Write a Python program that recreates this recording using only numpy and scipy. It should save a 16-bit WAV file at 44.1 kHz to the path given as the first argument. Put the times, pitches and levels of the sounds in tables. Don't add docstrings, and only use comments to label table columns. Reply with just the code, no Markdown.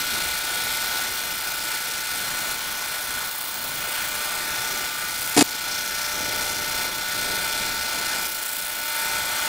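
import sys
import numpy as np
from scipy import signal
from scipy.fft import rfft, irfft, next_fast_len
from scipy.io import wavfile
from scipy.ndimage import uniform_filter1d

SR = 44100
rng = np.random.default_rng(int(sys.argv[2]) if len(sys.argv) > 2 else 0)


def put_to_file(sound):
    columns = np.atleast_2d(sound).T
    safe = np.clip(columns, -1, 1)
    whole_steps = np.round(safe * 32767)
    wavfile.write(sys.argv[1], SR, whole_steps.astype(np.int16))


def gain_from_db(level_db):
    decades = np.asarray(level_db, float) / 20
    return 10 ** decades


N = 418068

CHANGE_S, RATTLE_END_S, RESUME_S = 5.3625, 5.4278, 5.4345
SHOT_HZ, SHOT_START = (300.068, 299.992), (-.04, -.04)
SIZZLE_RISE_S, SIZZLE_FALL_S = 0.099, 0.17
FRAME_S = np.arange(N // 256 + 5) * 256 / SR
TONE_S = np.arange(0, N, 64) / SR


def evened(x):
    return x / np.sqrt(np.mean(x ** 2) + 1e-20)


def read(points, hz):
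    f, value = np.transpose(points)
    return np.interp(np.log(hz + 1), np.log(f + 1), value)


def turns(hz, start):
    t = np.arange(N) / SR
    return np.where(t < CHANGE_S, hz[0] * t + start[0], hz[1] * t + start[1])


def drift(depth_db, steps):
    knots = gain_from_db(depth_db * rng.standard_normal(int(N / SR * 12) + 2))
    return np.interp(np.arange(N), np.arange(len(knots)) * SR / steps, knots)


def spells(t, rows, rise_s, fall_s):
    total = 0
    for start, hold, size in rows:
        rise = np.clip((t - start) / rise_s, 0, 1)
        fall = np.clip(1 - (t - start - hold) / fall_s, 0, 1)
        total = total + size * rise * fall
    return total


def level(name, t):
    layers = {"low": (-37, 0.5, -0.1, -0.01, 0.77), "mid": (-36, 1.18, 1.15, -0.18, -0.22),
              "high": (-40.5, 0.6, 0.5, -0.05, -0.1), "top": (-39, -1, 1, 0, .01),
              "rumble": (-46, 1.56, -0.44, .01, 0.16), "jet": (-29, 1.61, -0.22, -0.04, -0.31),
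              "whine": (-36, 1.82, -0.2, 0.07, -0.04), "thump": (-44.5, 1.9, -0.2, 0.61, -0.4),
              "tick": (-42.5, 1.8, -0.5, .2, -0.3), "fourth": (-57, -1.5, -2, -0.5, -0.8)}
    # start in seconds, depth in dB, hold in seconds.
    ducks = [(0.373, 1, 0.034), (1.05, 1.5, 0.51), (1.75, 1.5, 0.16), (1.972, 0.95, 0.43), (2.52, 2, 0.37),
             (2.955, 1.5, 0.68), (3.26, 2, 0.64), (4.035, 1.5, 0.093), (4.253, 1.2, 0.57),
             (4.87, 1.5, 0.35), (5.36, 3, 0.091), (5.552, 0.97, 0.62), (6.096, 0, 0.036), (6.5, 1.5, 0.041),
             (6.857, 1.5, 0.12), (7.693, 0.8, 0.037), (8.246, 2.5, 0.51), (9.19, 0.7, 0.035)]
    # start in seconds, length in seconds, strength in dB.
    slats = [
        (3.147, 0.24, 1.5),
        (5.103, .2, 3),
        (8.18, 0.48, 3.5),
        (8.75, .2, 3),
    ]
    # time in seconds, nearness in dB, kerf opening in dB.
    path = [(0., -5, 4), (.8, -1, 0), (1.6, -5.5, 2.5), (2.4, -4.5, 1.5), (3.2, -1, 0), (3.7, 0, -3.5),
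            (4.3, 1.5, -2), (4.7, 3, -3), (5.2, -5, 2.5), (5.6, -2, 4.5), (6.1, 4, 2), (6.9, 8.5, 1.5),
            (7.3, 6.5, 3), (8.1, 3.5, 3), (8.5, 1, 1), (8.9, 11, -0.5), (9.48, 3, -5)]
    db, duck, sizzle, near, kerf = layers[name]
    ducked = spells(t, [(s, hold, depth) for s, depth, hold in ducks], rise_s=0.045, fall_s=0.24)
    brightened = spells(t, slats, SIZZLE_RISE_S, SIZZLE_FALL_S)
    path_s, nearness, opening = np.transpose(path)
    moved = near * np.interp(t, path_s, nearness) + kerf * np.interp(t, path_s, opening)
    return db - duck * ducked + sizzle * brightened + moved


def hiss(levels_db, colours, patchy_db, length=N):
    real, imag, patches = rng.standard_normal((length // 256 + 5, 513, 3)).T
    patches = uniform_filter1d(patches, size=14, axis=0)
    patches = evened(uniform_filter1d(patches, size=24, axis=1))
    hz = np.fft.rfftfreq(1024, 1 / SR)
    power = 0
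    for colour, db in zip(colours, levels_db):
        shape = evened(gain_from_db(read(colour, hz)))
        power = power + (shape[:, None] * gain_from_db(db)) ** 2
    spectra = (real + 1j * imag) * np.sqrt(power) * gain_from_db(patchy_db * patches)
    sound = signal.istft(spectra, nperseg=1024, noverlap=768)[1]
    return np.sqrt(np.mean(power)) * evened(sound[:length])


def tones(hz, dbs, levels_db, waver_db):
    t = turns(np.divide(SHOT_HZ, SHOT_HZ[0]), (0, 0))
    total = 0
    for f, db, level_db in zip(hz, dbs, levels_db):
        angle = (2 * np.pi * ((f * t + rng.random()) % 1)).astype(np.float32)
        gain = np.repeat(gain_from_db(db + level_db), 64)[:N]
        total = total + gain * drift(waver_db, steps=4.) * np.sin(angle)
    return np.sqrt(2) * total


def pause():
    off = turns(hz=(29.966, 29.954), start=(-.02, .04)) % 1 > 1 - .2
    return gain_from_db(-11 * uniform_filter1d(off * 1., size=20))


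def spatter():
    # frequency in Hz, density in dB per Hz.
    spit_low = [(300, -20), (1500, -8.5), (3000, -2), (5000, 0), (6000, -1), (6600, -6.5), (7200, -3),
                (9000, -40)]
    spit_mid = [(5000, -32), (6300, -12), (7300, -3.5), (9000, 0), (11000, -1.5), (12200, -6), (14000, -40)]
    spit_high = [(9500, -40), (11000, -12), (11800, -2.5), (12600, -4), (13050, 4), (13400, -7),
                 (13900, -2), (15500, -40)]
    spit_top = [(12500, -40), (13600, -9), (14300, -2), (14900, -2), (15400, 0), (17000, -3.5)]
    # start
    # in seconds, length in seconds, level in dB, centre in Hz, width in Hz.
    pockets = [(0., 0.97, -38, 3800, 1000), (2.1, 2.3, -46, 1070, 200), (2.55, .7, -45, 11000, 700),
               (3.7, 0.29, -40.5, 2920, 1000), (5.6, 1.25, -37.5, 5700, 1220),
               (7.05, 1.2, -39.5, 5100, 1100), (8.2, 0.83, -43, 11900, 1200), (0., 1.75, -42, 14300, 900),
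               (3.2, .4, -37, 15000, 1400), (3.65, .45, -40, 15000, 1300), (3.75, .65, -43, 8800, 1600),
               (4.444, .35, -39.5, 5800, 1400), (5.113, 0.16, -42, 14700, 1400),
               (7.1, .45, -40, 9000, 1300), (8.9, .6, -41, 8200, 2000),
               (8.15, .45, -42, 15150, 260),
        (8.65, .35, -45, 15150, 260),
    ]
    shot = turns(SHOT_HZ, SHOT_START) + 1
    u = shot % 1
    size = gain_from_db(1.6 * rng.standard_normal(3000))[shot.astype(int)]
    puff = evened((1 - np.exp(-u / 0.21)) * np.exp(-u / 0.25) * size * pause())
    levels_db = [level(name, FRAME_S) for name in ("low", "mid", "high", "top")]
    colours = [spit_low, spit_mid, spit_high, spit_top]
    for s, hold, db, hz, width in pockets:
        on = spells(FRAME_S, [(s, hold, 1)], SIZZLE_RISE_S, SIZZLE_FALL_S)
        levels_db.append(db + 20 * np.log10(on + 1e-3))
        colours.append([(hz - 2 * width, -40), (hz - width / 2, -4), (hz, 0),
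                        (hz + width / 2, -4), (hz + 2 * width, -40)])
    return puff * hiss(levels_db, colours, patchy_db=1.2)


def eddies():
    draw, size = rng.random((len(FRAME_S), 2)).T
    hits = (draw < 16 * 256 / SR) * size
    decay = np.exp(-np.arange(20) * 256 / SR / .012)
    return 4.5 * np.convolve(hits, decay)[:len(FRAME_S)]


def moving_air():
    # frequency in Hz, density in dB per Hz.
    rumble = [(10, -3), (25, 5), (60, -2.5), (200, -0.5), (400, 0), (550, -2.5), (900, -2), (2000, -80)]
    jet = [(150, -11), (450, -10), (800, -2), (1100, -6.5), (1450, 1.5), (2200, -4), (2800, -4.5),
           (3400, -2.5), (3850, -6.5), (4300, -4), (6000, -7), (8000, -8), (11000, -13), (16000, -11.5)]
    # start in seconds, length in seconds, swell in dB.
    draughts = [
        (0.223, .2, -1.5),
        (2.12, 0.42, 3),
        (3.486, 0.4, 7),
        (4.448, 0.35, 5.5),
        (5.6, 0.56, 0.5),
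        (6.12, 0.86, 6.5),
        (7.095, 0.59, 5),
        (7.9, 0.33, 4.5),
    ]
    rumble_db = level("rumble", FRAME_S) + spells(FRAME_S, draughts, rise_s=0.093, fall_s=0.11) + eddies()
    return hiss((rumble_db, level("jet", FRAME_S)), (rumble, jet), patchy_db=1.2)


def sheet_thump():
    orders = np.array([1, 2, 4, 3, 5, 6, 7, 8, 9, 11, 18, 20, 37, 39, 40])
    order_db = [-19, -4.5, -.5, -2, -5.5, -7, -5, -1, -12, -12, -10, -11, -15, -11, -14]
    # start in seconds, length in seconds, swell in dB.
    side_leg = [
        (4.08, 1.1, 10),
        (0., 2., 3),
        (5.9, 2.2, 8),
        (8.75, .7, 5),
    ]
    low_db, high_db = level("thump", TONE_S), level("tick", TONE_S)
    levels = {2: low_db, 3: (low_db + high_db) / 2,
              4: level("fourth", TONE_S) + spells(TONE_S, side_leg, rise_s=.1, fall_s=.1)}
    levels_db = [levels.get(k, high_db) for k in orders]
    return tones(orders * SHOT_HZ[0], order_db, levels_db, waver_db=1.6) * pause() ** .3


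def supply_whine():
    line_hz = [871.5, 1356.8, 1414.2, 1471.66, 1529.07, 2071.77, 2228.3, 2343.17, 3527.74, 4070.45, 4127.86,
               4728., 2129., 8255.75]
    line_db = [-11.5, -4, -15, 0, -15, -8, -16, -7.5, -5.5, -14, -5, -12, -13, -17]
    return tones(line_hz, line_db, [level("whine", TONE_S)] * len(line_hz), waver_db=.7)


def frame_bumps():
    # start in seconds, peak in dB, pitch in Hz.
    knocked = [(0.253, -28, 66), (.3, -32, 62), (2.11, -33, 66), (2.2, -37, 60), (2.286, -35, 150),
               (2.41, -36, 140), (4.592, -34, 132), (5.672, -37, 105), (5.95, -38, 68.8), (6.2, -37, 80),
               (7.397, -37, 170), (7.537, -36, 145), (7.8, -35, 70)]
    out, age = np.zeros(N), np.arange(8192) / SR
    for s, db, hz in knocked:
        swell = (1 - np.exp(-age / 0.0076)) * np.exp(-age / 0.022)
        ring = gain_from_db(db - 4.5) * swell * np.sin(2 * np.pi * hz * age)
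        out[round(s * SR):][:len(age)] += ring
    return out


def rattle():
    # time in seconds, hiss in dB, boom in dB.
    knocks = [
        (5.364, -25, -9),
        (5.3738, -13.5, -16),
        (5.3785, -17, -10),
        (5.385, -28, -13),
        (5.3912, -14.5, -11),
        (5.4085, -10.5, -13),
        (5.416, -24, -14),
        (5.42, -30, -11),
        (5.4245, -15.5, -24),
    ]
    # frequency in Hz, density in dB per Hz.
    colour = [(60, -40), (110, -11), (200, -11), (450, -9), (560, -11.5), (1000, -11), (2200, -10.5),
              (3300, -12), (7000, -11.5), (10300, -14), (12500, -22), (15800, -28)]
    # pitch in Hz, width in Hz, level in dB.
    casing = [(147, 40, 5), (250, 60, 6.5), (445, 90, 5), (706, 40, 10), (835, 40, 6), (4860, 250, -1),
              (7290, 300, 2), (9490, 250, -1), (10200, 120, 1)]
    first = int(CHANGE_S * SR)
    t = np.arange(first, first + 4096) / SR
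    burst, boom = np.zeros(len(t)), np.zeros(len(t), complex)
    for s, hiss_db, boom_db in knocks:
        age = np.clip(t - s, 0, 1)
        burst += gain_from_db(hiss_db) * (1 - np.exp(-age / .0006)) * np.exp(-age / .0035)
        boom += gain_from_db(boom_db) * (1 - np.exp(-age / .0015)) * np.exp(-age / .007)
    boom *= np.exp(2j * np.pi * 294 * (t - 5.3632))
    noise = (burst + gain_from_db(-27)) * 1.45 * hiss((0,), (colour,), patchy_db=.1, length=len(t))
    rings = 0
    for hz, width, db in casing:
        rings = rings + gain_from_db(db) * signal.lfilter(*signal.iirpeak(hz, hz / width, SR), noise)
    window = np.clip((t - CHANGE_S) / .003, 0, 1) * np.clip((RATTLE_END_S - t) / .0015, 0, 1)
    lead = .4 * boom.real
    piece = window * (noise + rings + 1.1 * (boom.imag + np.array([lead, -lead])))
    piece = signal.sosfilt(signal.butter(3, 110, "high", fs=SR, output="sos"), piece)
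    return np.pad(piece, ((0, 0), (first, N - first - len(t))))


def scene():
    t = np.arange(N) / SR
    fade = np.clip((CHANGE_S - t) / 0.0019, 0, 1) + np.clip((t - RESUME_S) / 0.0011, 0, 1)
    fade += (t > RATTLE_END_S - .002) * np.clip((RESUME_S - t) / 0.00077, 0, 1)
    laser = spatter() + moving_air() + sheet_thump() + supply_whine() + frame_bumps()
    return fade * laser + rattle()


def room_scatter(mid):
    echoes = rng.standard_normal((3, 800)) * np.exp(-np.arange(800) / 340.0)
    t = np.arange(N) / SR
    roomy = mid * (abs(t - (CHANGE_S + RATTLE_END_S) / 2) > .035)
    total = 0
    for echo in echoes:
        sway = drift(3.15, steps=7.) - drift(4.4, steps=7.)
        total = total + sway * signal.oaconvolve(roomy, echo / np.linalg.norm(echo))[:N]
    return total


def top_cut(x):
    return signal.sosfilt(signal.butter(12, 17090, fs=SR, output="sos"), x)


def record(dry):
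    # frequency in Hz, share in step or a quarter turn ahead.
    in_step = [(60, 0.17), (550, 0.11), (1650, 0.14), (2900, 0.041)]
    ahead = [(60, -0.13), (400, -0.17), (700, 0.28), (1100, 0.35), (1450, 0.35), (2400, 0.39), (2900, 0.26)]
    # frequency in Hz, level in dB of the echoes that differ between the ports.
    scatter_db = [(40, -8.5), (300, -6.5), (600, -9), (1500, -19), (3000, -21)]
    mid, size = .9 * np.tanh(dry.mean(0) / .9), next_fast_len(N)
    hz = np.fft.rfftfreq(size, 1 / SR)
    spectrum = rfft(mid, size)
    side = spectrum * (read(in_step, hz) + 1j * read(ahead, hz))
    side = side + gain_from_db(read(scatter_db, hz)) * rfft(room_scatter(mid), size)
    side = side + rfft(dry[0] - dry[1], size) / 2
    side = irfft(side * (hz < 3080), size)[:N]
    mid = irfft(spectrum * (hz < 15730), size)[:N]
    return top_cut(np.array([mid + side, mid - side]))


dry = scene()
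out = record(dry)
put_to_file(out)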